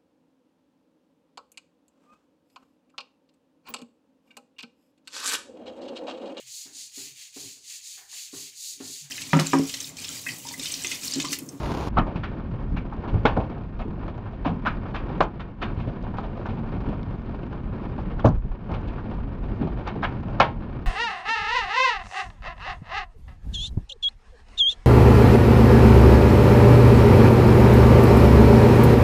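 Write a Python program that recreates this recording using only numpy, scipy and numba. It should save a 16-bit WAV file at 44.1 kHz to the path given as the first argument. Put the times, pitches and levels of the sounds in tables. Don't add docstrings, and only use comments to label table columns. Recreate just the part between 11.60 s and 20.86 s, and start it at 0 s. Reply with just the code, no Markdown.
import sys
import numpy as np
from scipy import signal
from scipy.fft import rfft, irfft, next_fast_len
from scipy.io import wavfile
from scipy.ndimage import uniform_filter1d, minimum_filter1d
from numba import njit

SR = 44100
rng = np.random.default_rng(int(sys.argv[2]) if len(sys.argv) > 2 else 0)


def transcribe(signal):
    frames = np.atleast_2d(signal).T
    limited = np.clip(frames, -1, 1)
    pcm = np.round(limited * 32767).astype(np.int16)
    wavfile.write(sys.argv[1], SR, pcm)


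def field_ratio(decibels):
    return 10 ** (np.asarray(decibels, dtype=float) / 20)


N = 408366

# (time [s], peak level [dB], knock centre [Hz], crack re knock [dB], build-up [ms])
HEAVY_STONES = [(0.368, -9, 990, -16, 16.2), (0.556, -26.5, 780, -5.5, 4), (0.631, -24, 1200, -1.5, 9.4),
                (1.161, -26, 1105, -4.5, 11.7), (1.472, -29.5, 846, -6.5, 12), (1.6525, -4.5, 897, -9.5, 3),
                (1.764, -13, 630, -27, 10.9), (2.189, -26.5, 770, -10, 15.3), (2.845, -19.5, 850, -8, 17.8),
                (2.874, -18, 790, -17, 1.8), (3.051, -13, 1140, -7, 24.7), (3.34, -23, 1150, -2.5, 19.5),
                (3.6045, -2.5, 860, -15, 3.17), (3.793, -23.5, 1180, -5, 12.8),
                (4.015, -17.5, 1066, -4, 13.7), (4.267, -27, 604, -16.5, 11.9), (4.582, -23, 860, -14, 3.2),
                (6.585, -31.5, 880, -9, 19), (6.644, -6, 710, -27, 14.9), (7.089, -26.5, 720, -24, 7.8),
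                (8.008, -24.5, 740, -12, 20), (8.266, -21, 914, -6.5, 12.9), (8.423, -14, 1140, -9.5, 26.7),
                (8.799, -0.5, 885, -8.5, 8.15)]
# (time [s], peak level [dB], crack re knock [dB], build-up [ms])
MIDDLING_STONES = [(0.466, -27, -21, 1.3), (1.318, -32.5, -20, 11.5), (1.436, -28, -20, 2.9),
                   (1.54, -28, -24, 3.8), (1.8, -22, -17, 1.9), (1.913, -32, -17.5, 4.8),
                   (1.967, -32, -23, 13.6), (2.215, -30.5, -15, 2.1), (2.334, -38, -25, 3.3),
                   (2.477, -30, -8.5, 4.3), (3.254, -30.5, -13, 3), (4.165, -34.5, -5, 23),
                   (4.196, -31, -5, 8.3), (4.461, -34, -14, 6.9), (4.537, -31, -23, 2.4),
                   (4.567, -36, -1, 4.5), (4.628, -27.5, -14, 16), (4.763, -29, -22, 9),
                   (4.856, -26.5, -13, 2.1), (4.886, -29, -11, 1.54), (5.261, -31, -14, 1.9),
                   (5.284, -27.5, -14.5, 4.7), (5.328, -31, -14, 1.1), (5.727, -34, -21, 16),
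                   (6.381, -30, -15, 6.9), (7.138, -26.5, -9.5, 1.35), (7.269, -33.5, -3.5, 17.7),
                   (8.07, -26, -17.5, 1.85), (8.682, -31.5, -25, 2.9), (9.021, -34, -11, 1.24)]


def curve(hz, table):
    points = np.array(table)
    return np.interp(np.log(np.maximum(hz, 1)), np.log(points[:, 0]), points[:, 1])


def unit(x):
    return x / np.sqrt(np.mean(x ** 2))


def colour(x, table):
    n = next_fast_len(len(x), True)
    gain = field_ratio(curve(np.fft.rfftfreq(n, 1 / SR), table))
    return unit(irfft(rfft(x, n) * gain, n)[:len(x)])


def walk(rate):
    k = int(SR / rate)
    steps = np.repeat(rng.standard_normal(N // k + 1), k)
    return 0.67 * uniform_filter1d(uniform_filter1d(steps, k), k)[:N]


@njit
def ring(hz, gain, t60, lag, swell, length):
    out = np.zeros(length)
    for k in range(len(hz)):
        p = np.exp(2j * np.pi * hz[k] / SR - np.log(1000.) / (t60[k] * SR))
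        z, rest = gain[k] + 0j, 1.
        for i in range(int(lag[k]), min(length, int(lag[k] + .62 * t60[k] * SR))):
            out[i] += z.imag * (1 - rest) ** 2
            z *= p
            rest *= swell
    return out


def panel(chance, low_hz, high_hz, shape_db, lag_ms, t60, contact_ms):
    count = chance.shape[1]
    hz = low_hz + (high_hz - low_hz) * (np.arange(count) + chance[0]) / count
    gain = field_ratio(shape_db(hz)) * np.sign(chance[1] - .5)
    decay = t60 * (hz / 1000) ** -.25 * (0.47 + 1.27 * chance[2])
    swell = np.exp(-1000 / (contact_ms * SR))
    out = ring(hz, gain, decay, lag_ms * SR / 1000, swell, SR // 3)
    return out / np.abs(out).max()


def add(track, s, blow, peak_db):
    i = int(s * SR)
    blow = blow[:N - i]
    track[i:i + len(blow)] += blow * field_ratio(peak_db) / np.abs(blow).max()


def patter(table, per_s, scatter_db, t60, spray_db, top_hz, count=8):
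    out = np.zeros(N)
    for chance in rng.random((count, 4, 400)):
        size_db = scatter_db * np.minimum(rng.exponential(size=N), 3.5)
        strikes = (rng.random(N) < per_s / count / SR) * field_ratio(size_db)
        spot = panel(chance, 98.1, top_hz, lambda hz: 0 * hz, 1.5 * chance[3], t60, 0.2)
        out += signal.oaconvolve(strikes, spot)[:N]
    return colour(unit(out) + field_ratio(spray_db) * rng.standard_normal(N), table)


def window_rain():
    # (frequency [Hz], level [dB per Hz])
    rain_spectrum = [(25, -14), (59, 3.5), (92, -6), (130, 0), (284, -7), (470, -9), (1020, -12.5),
                     (1770, -25.5), (4200, -30), (7200, -39), (7900, -54), (8600, -44), (12000, -47.5),
                     (15600, -55.5)]
    return patter(rain_spectrum, 700, 3.8, .02, 1.2, 16000) * field_ratio(-28)


def bumps_db(t):
    # (time [s], level over the steady rumble [dB])
    bump_events = [(0.39, 12), (1.14, 5.5), (1.56, 11), (1.73, 10.5), (3.11, 7), (3.46, 3), (4.04, 5.5),
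                   (4.81, 0.5), (5.61, 4), (6.03, 5), (6.55, 6.5), (6.68, 10), (6.78, 20), (6.9, 14),
                   (2.2, 4.5), (7.3, 4.5), (7.58, 7.5), (7.86, 8.5), (8.16, 7), (9.01, 6)]
    rise_s, fall_s = 0.073, 0.11
    return sum(np.interp(t, [s - rise_s, s, s + fall_s], [0, db, 0]) for s, db in bump_events)


def road_rumble(t):
    # (frequency [Hz], level [dB per Hz])
    road_spectrum = [(18, 2), (34, 15), (55, 11.5), (85, 5), (130, -67.5)]
    return colour(rng.standard_normal(N), road_spectrum) * field_ratio(-34.5 + bumps_db(t))


def engine_drone(patter_db):
    # (frequency [Hz], level [dB per Hz])
    drone_spectrum = [(50, -27.5), (85, 8.5), (112, 9), (160, 5), (230, 6), (400, -20.5), (700, -60)]
    drone_db = -34 + 0.39 * (patter_db + 43)
    return colour(rng.standard_normal(N), drone_spectrum) * field_ratio(drone_db + 1.6 * walk(9.7))


def small_hail(patter_db):
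    # (frequency [Hz], level [dB per Hz])
    patter_spectrum = [(180, -22), (290, -3), (400, -6), (550, -10.5), (980, -13.5), (1740, -21),
                       (2300, -25), (3200, -33), (4000, -38.5), (5000, -43), (6300, -58), (7200, -69.5),
                       (8000, -86), (17000, -120)]
    knocks = patter(patter_spectrum, 160, 2.36, 0.1, -0.6, 8000) * field_ratio(1.4 * walk(9.9))
    ticks = patter(patter_spectrum, 45, 1.9, .018, -27.5, 8000)
    return (knocks + field_ratio(-15.5) * ticks) * field_ratio(patter_db + 1.0)


def all_stones():
    # (time [s], peak level [dB])
    light_stones = [(0.796, -34), (0.987, -37), (2.424, -32.5), (2.579, -38), (2.655, -33), (2.731, -33.5),
                    (3.289, -36.5), (3.482, -32), (3.51, -30), (3.539, -37), (4.435, -31), (4.972, -32),
                    (5.039, -40), (5.06, -36), (5.146, -36), (5.21, -42), (5.52, -44), (5.863, -37.5),
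                    (5.926, -32), (6.506, -36), (6.915, -27.5), (7.116, -31), (7.38, -31), (7.456, -33),
                    (7.511, -29.5), (7.58, -39), (7.839, -32), (8.185, -31), (8.353, -30.5), (8.651, -42)]
    light_crack_db, light_build_ms = -14, 2.6
    rest = MIDDLING_STONES + [(s, db, light_crack_db, light_build_ms) for s, db in light_stones]
    knock_hz = 820 * (1 + 0.27 * (2 * rng.random(len(rest)) - 1))
    return HEAVY_STONES + [(s, db, hz, crack_db, ms) for (s, db, crack_db, ms), hz in zip(rest, knock_hz)]


def stones():
    track = np.zeros(N)
    table = all_stones()
    for (s, db, centre_hz, crack_db, build_ms), chance in zip(table, rng.random((len(table), 2, 4, 300))):
        def shape_db(hz, dulled_db):
            octaves = np.log2(hz / centre_hz)
            knock = field_ratio(np.where(octaves > 0, -17.0, -8.0) * octaves ** 2)
            low_edge = 1 / (1 + (2100 / hz) ** 6)
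            crack = low_edge * field_ratio(crack_db - dulled_db - 8.34 * (hz - 2800) / 1000)
            return 20 * np.log10(knock + crack)

        pieces = np.round(chance[0, 3] ** .6 * 4) / 4
        blow_lag_ms = build_ms * pieces + 1.2 * chance[1, 0]
        blows = panel(chance[0], 195.0, 7987, lambda hz: shape_db(hz, 7.2), blow_lag_ms, 0.034, 0.11)
        tail_lag_ms = (build_ms + 6.0) * chance[1, 3] ** .7
        tail = panel(chance[1], 200.7, 8000, lambda hz: shape_db(hz, 3.8), tail_lag_ms, 0.18, 0.8)
        tail_db = -10 - 0.22 * db
        add(track, s - .0005, blows + field_ratio(tail_db + 1.5) * tail, db - 0.5)
    return track


def rings():
    # (time [s], peak level [dB], centre [Hz])
    singing_patches = [(0.372, -8, 1330), (0.39, -23, 2850), (1.6526, -8, 1500), (1.6546, -13, 3500),
                       (3.0606, -10, 1370), (3.6045, -6, 560), (4.029, -23, 1540), (6.6532, -15, 1300),
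                       (8.4419, -19, 1690), (8.7997, -3, 1660), (8.8009, -8, 2000), (2.2165, -30, 2400),
                       (0.368, -9, 1187), (0.392, -12, 1220), (0.631, -20, 1300), (6.645, -18, 900),
                       (6.668, -11, 700), (6.672, -24, 1400), (1.171, -26, 2500), (4.031, -22.5, 3260),
                       (3.8, -29, 3400), (6.595, -34, 3300), (8.803, -10, 2000), (1.32, -25, 840),
                       (2.5, -35, 720), (4.465, -31, 910), (4.583, -32, 1090), (8.682, -34, 1500),
                       (8.445, -24, 3000)]
    low = [(s + .45 * ms / 1000, db + crack_db / 2 - 5, 1.3 * hz)
           for s, db, hz, crack_db, ms in HEAVY_STONES]
    high_hz = 2406 * (1 + 0.27 * (rng.random(len(HEAVY_STONES)) - .5))
    high = [(s + .75 * ms / 1000, db + crack_db - 5.5, hz)
            for (s, db, _, crack_db, ms), hz in zip(HEAVY_STONES, high_hz)]
    track, table = np.zeros(N), low + high + singing_patches
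    for (s, db, centre_hz), chance in zip(table, rng.random((len(table), 4, 10))):
        patch = panel(chance, .88 * centre_hz, 1.12 * centre_hz, lambda hz: 0 * hz, 9.0 * chance[3], 0.054, 0.75)
        add(track, s, patch, db - 9.0)
    return track


def pellets():
    # (time [s], peak level [dB])
    lone_pellets = [(0.3742, -34), (1.365, -50), (1.8434, -42), (1.915, -48), (1.98, -44), (2.036, -47),
                    (2.191, -37), (2.2173, -41), (2.4799, -41), (2.5787, -48), (3.5789, -43), (4.416, -46),
                    (4.584, -32.5), (5.4307, -37), (5.7111, -40), (5.93, -46), (6.0049, -49), (6.5951, -44),
                    (7.9151, -43), (8.0174, -41), (8.57, -50), (8.6838, -39), (8.71, -48), (8.8004, -12),
                    (6.648, -36), (6.674, -35), (7.1169, -38), (4.05, -40), (3.625, -33)]
    shattering = [(s, db, crack_db, ms) for s, db, _, crack_db, ms in HEAVY_STONES] + MIDDLING_STONES
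    shards = [(s + .75 * ms / 1000, db + crack_db - 7.5) for s, db, crack_db, ms in shattering]
    track, table = np.zeros(N), shards + lone_pellets
    for (s, db), chance in zip(table, rng.random((len(table), 4, 60))):
        click = panel(chance, 1200, 7600, lambda hz: -5.0 * hz / 1000, .4 * chance[3], 0.0042, .1)
        add(track, s, click, db + 1.0)
    return track


def dry_taps():
    # (time [s], peak level [dB], centre [Hz])
    glass_knocks = [(0.375, -14, 940), (0.394, -8, 950), (0.556, -29, 764), (0.634, -27, 1340),
                    (0.796, -35, 945), (0.895, -35, 538), (0.987, -32, 770), (1.104, -31, 565),
                    (1.171, -27, 1240), (1.181, -32, 505), (1.246, -28, 584), (1.323, -24.5, 973),
                    (1.363, -31, 740), (1.436, -30, 770), (1.653, -11, 1066), (1.766, -25, 945),
                    (1.971, -32, 773), (2.335, -27, 721), (2.376, -29, 557), (2.48, -27, 996),
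                    (2.578, -28.5, 767), (2.807, -36, 511), (2.853, -24, 778), (3.07, -17.5, 1530),
                    (3.256, -29, 751), (3.352, -25, 1280), (3.538, -32, 654), (3.605, -6, 877),
                    (4.024, -23, 830), (4.173, -33, 796), (4.466, -23, 877), (4.538, -29, 756),
                    (4.583, -13, 861), (4.857, -20, 950), (4.869, -24, 969), (5.038, -29, 805),
                    (5.059, -27, 883), (5.245, -26, 818), (5.328, -25.5, 1130), (5.578, -41, 770),
                    (5.815, -30, 552), (5.927, -29, 980), (5.987, -35, 727), (6.059, -34, 727),
                    (6.382, -24, 635), (6.507, -30, 1120), (6.593, -19, 1150), (6.646, -5.5, 620),
                    (6.674, -17, 740), (7.091, -28, 735), (7.456, -32, 670), (7.581, -28, 736),
                    (7.706, -38, 517), (7.783, -36, 514), (8.277, -22, 813), (8.426, -19, 1040),
                    (8.445, -13, 1700), (8.683, -25, 630), (8.8, -2, 1014)]
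    # (time [s], peak level [dB], centre [Hz])
    ice_splinters = [(0.385, -19, 2830), (1.178, -35, 2580), (1.365, -44.5, 3400), (1.655, -29, 6160),
                     (1.6545, -15, 3330), (3.607, -17, 2980), (3.613, -26, 3190), (3.626, -39, 5500),
                     (3.635, -40, 5000), (1.68, -37, 5000), (4.425, -42, 3000), (1.333, -42, 2800),
                     (1.98, -43, 2800), (5.72, -42, 2500), (3.605, -32, 5930), (4.572, -46, 3680),
                     (6.596, -37, 3300), (6.655, -34.5, 5960), (6.661, -25, 3260), (6.673, -38, 4500),
                     (6.686, -39, 4000), (6.701, -42, 3500), (8.285, -32, 2600), (8.801, -31, 5400)]
    track, table = np.zeros(N), glass_knocks + ice_splinters
    for (s, db, centre_hz), chance in zip(table, rng.random((len(table), 4, 60))):
        def shape_db(hz):
            return -15 * np.log2(hz / centre_hz) ** 2

        low_hz, high_hz = 0.443 * centre_hz, min(2.4 * centre_hz, 7900)
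        knock = panel(chance, low_hz, high_hz, shape_db, 2.5 * chance[3], .03, 0.19)
        add(track, s - .0008, knock, db - 6.5)
    return track


def booms():
    # (time [s], peak level [dB], centre [Hz], ring t60 [s])
    roof_booms = [(0.382, -13, 155, 0.15), (0.554, -15.5, 134, 0.058), (1.11, -19.5, 119, 0.23),
                  (1.47, -22, 202, 0.064), (1.529, -13, 79, 0.13), (1.648, -7, 340, 0.045),
                  (1.771, -15, 121, 0.12), (2.25, -24.5, 164, 0.37), (2.578, -32, 209, 0.12),
                  (2.858, -12.5, 171, 0.21), (3.068, -20.5, 99.6, 0.18), (3.353, -31, 168, 0.074),
                  (3.599, -12.5, 334, 0.069), (4.173, -16.5, 87.6, 0.066), (4.271, -16, 105, 0.1),
                  (4.374, -37, 181, 0.28), (5.132, -26.5, 145, 0.16), (5.273, -16.5, 150, 0.12),
                  (6.191, -26, 109, 0.26), (6.461, -23, 101, 0.095), (6.643, -4, 118, 0.16),
                  (6.848, -13.5, 93, 0.058), (7.11, -19.5, 80, 0.14), (7.64, -29.5, 173, 0.49),
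                  (8.005, -16, 173, 0.32), (8.354, -21.5, 182, 0.26), (8.798, -18, 91.5, 0.11)]
    track = np.zeros(N)
    for (s, db, centre_hz, t60), chance in zip(roof_booms, rng.random((len(roof_booms), 4, 24))):
        def shape_db(hz):
            return -5.0 * np.log2(hz / centre_hz) ** 2

        blow = panel(chance, 34.75, 479.3, shape_db, 6.7 * chance[3], 0.9 * max(t60, .02), 1.2)
        add(track, s, blow, db - 0.5)
    return track


def ducks_db(t):
    # (time [s], depth [dB], hold [s])
    gain_dips = [
        (0.42, 0, 0.44),
        (1.83, -2, 0.23),
        (3.632, -6, 0.22),
        (6.699, -7, 0.17),
        (8.833, -1, .3),
    ]
    fall_s, back_s = 0.078, 0.16
    return sum(np.interp(t - s, np.cumsum([0, fall_s, hold_s, back_s]), [0, db, db, 0])
               for s, db, hold_s in gain_dips)


@njit
def limiter(peak, top, release):
    y, e = np.empty(len(peak)), top
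    for i in range(len(peak)):
        e = max(peak[i], top + (e - top) * release)
        y[i] = top / e
    return y


def microphone(x):
    x = signal.lfilter(*signal.iirnotch(1985, 14.0, SR), x)
    treble_band = signal.butter(4, 4700, "high", fs=SR, output="sos")
    treble = signal.sosfiltfilt(treble_band, x)
    x = x + treble * (unit(field_ratio(6.5 * walk(200))) - 1)
    steep_top = signal.butter(14, 7700, fs=SR, output="sos")
    x = signal.sosfilt(steep_top, x)
    ahead = -minimum_filter1d(-np.abs(x), size=89)
    gain = limiter(ahead, 0.72, 1 - 1 / (0.015 * SR))
    x = signal.sosfilt(steep_top, x * uniform_filter1d(gain, size=89))
    return x + field_ratio(-99.0) * rng.standard_normal(N)


def scene():
    # (time [s], patter level [dB])
    shower = [(0.29, -46.5), (0.39, -39.5), (0.84, -41.5), (1.24, -43), (1.8, -39), (2.2, -45.5),
              (2.4, -41.5), (2.7, -44.5), (2.9, -42.5), (3.55, -38.5), (4.5, -42.5), (4.96, -38),
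              (5.7, -42), (6.55, -40.5), (7.26, -40), (7.6, -43.5), (8.4, -38.5), (9.26, -42)]
    change_s = .2885
    t = np.arange(N) / SR
    patter_db = np.interp(t, *np.transpose(shower))
    rain = window_rain()
    cabin = road_rumble(t) + engine_drone(patter_db) + small_hail(patter_db)
    cabin += stones() + rings() + pellets() + dry_taps() + booms()
    heard = microphone(cabin * field_ratio(ducks_db(t)))
    return np.where(t < change_s, rain, heard)[None]


def roll_off(x):
    return signal.sosfilt(signal.butter(12, 15710, fs=SR, output="sos"), x)


def record(dry):
    return roll_off(dry)


dry = scene()
out = record(dry)
transcribe(out)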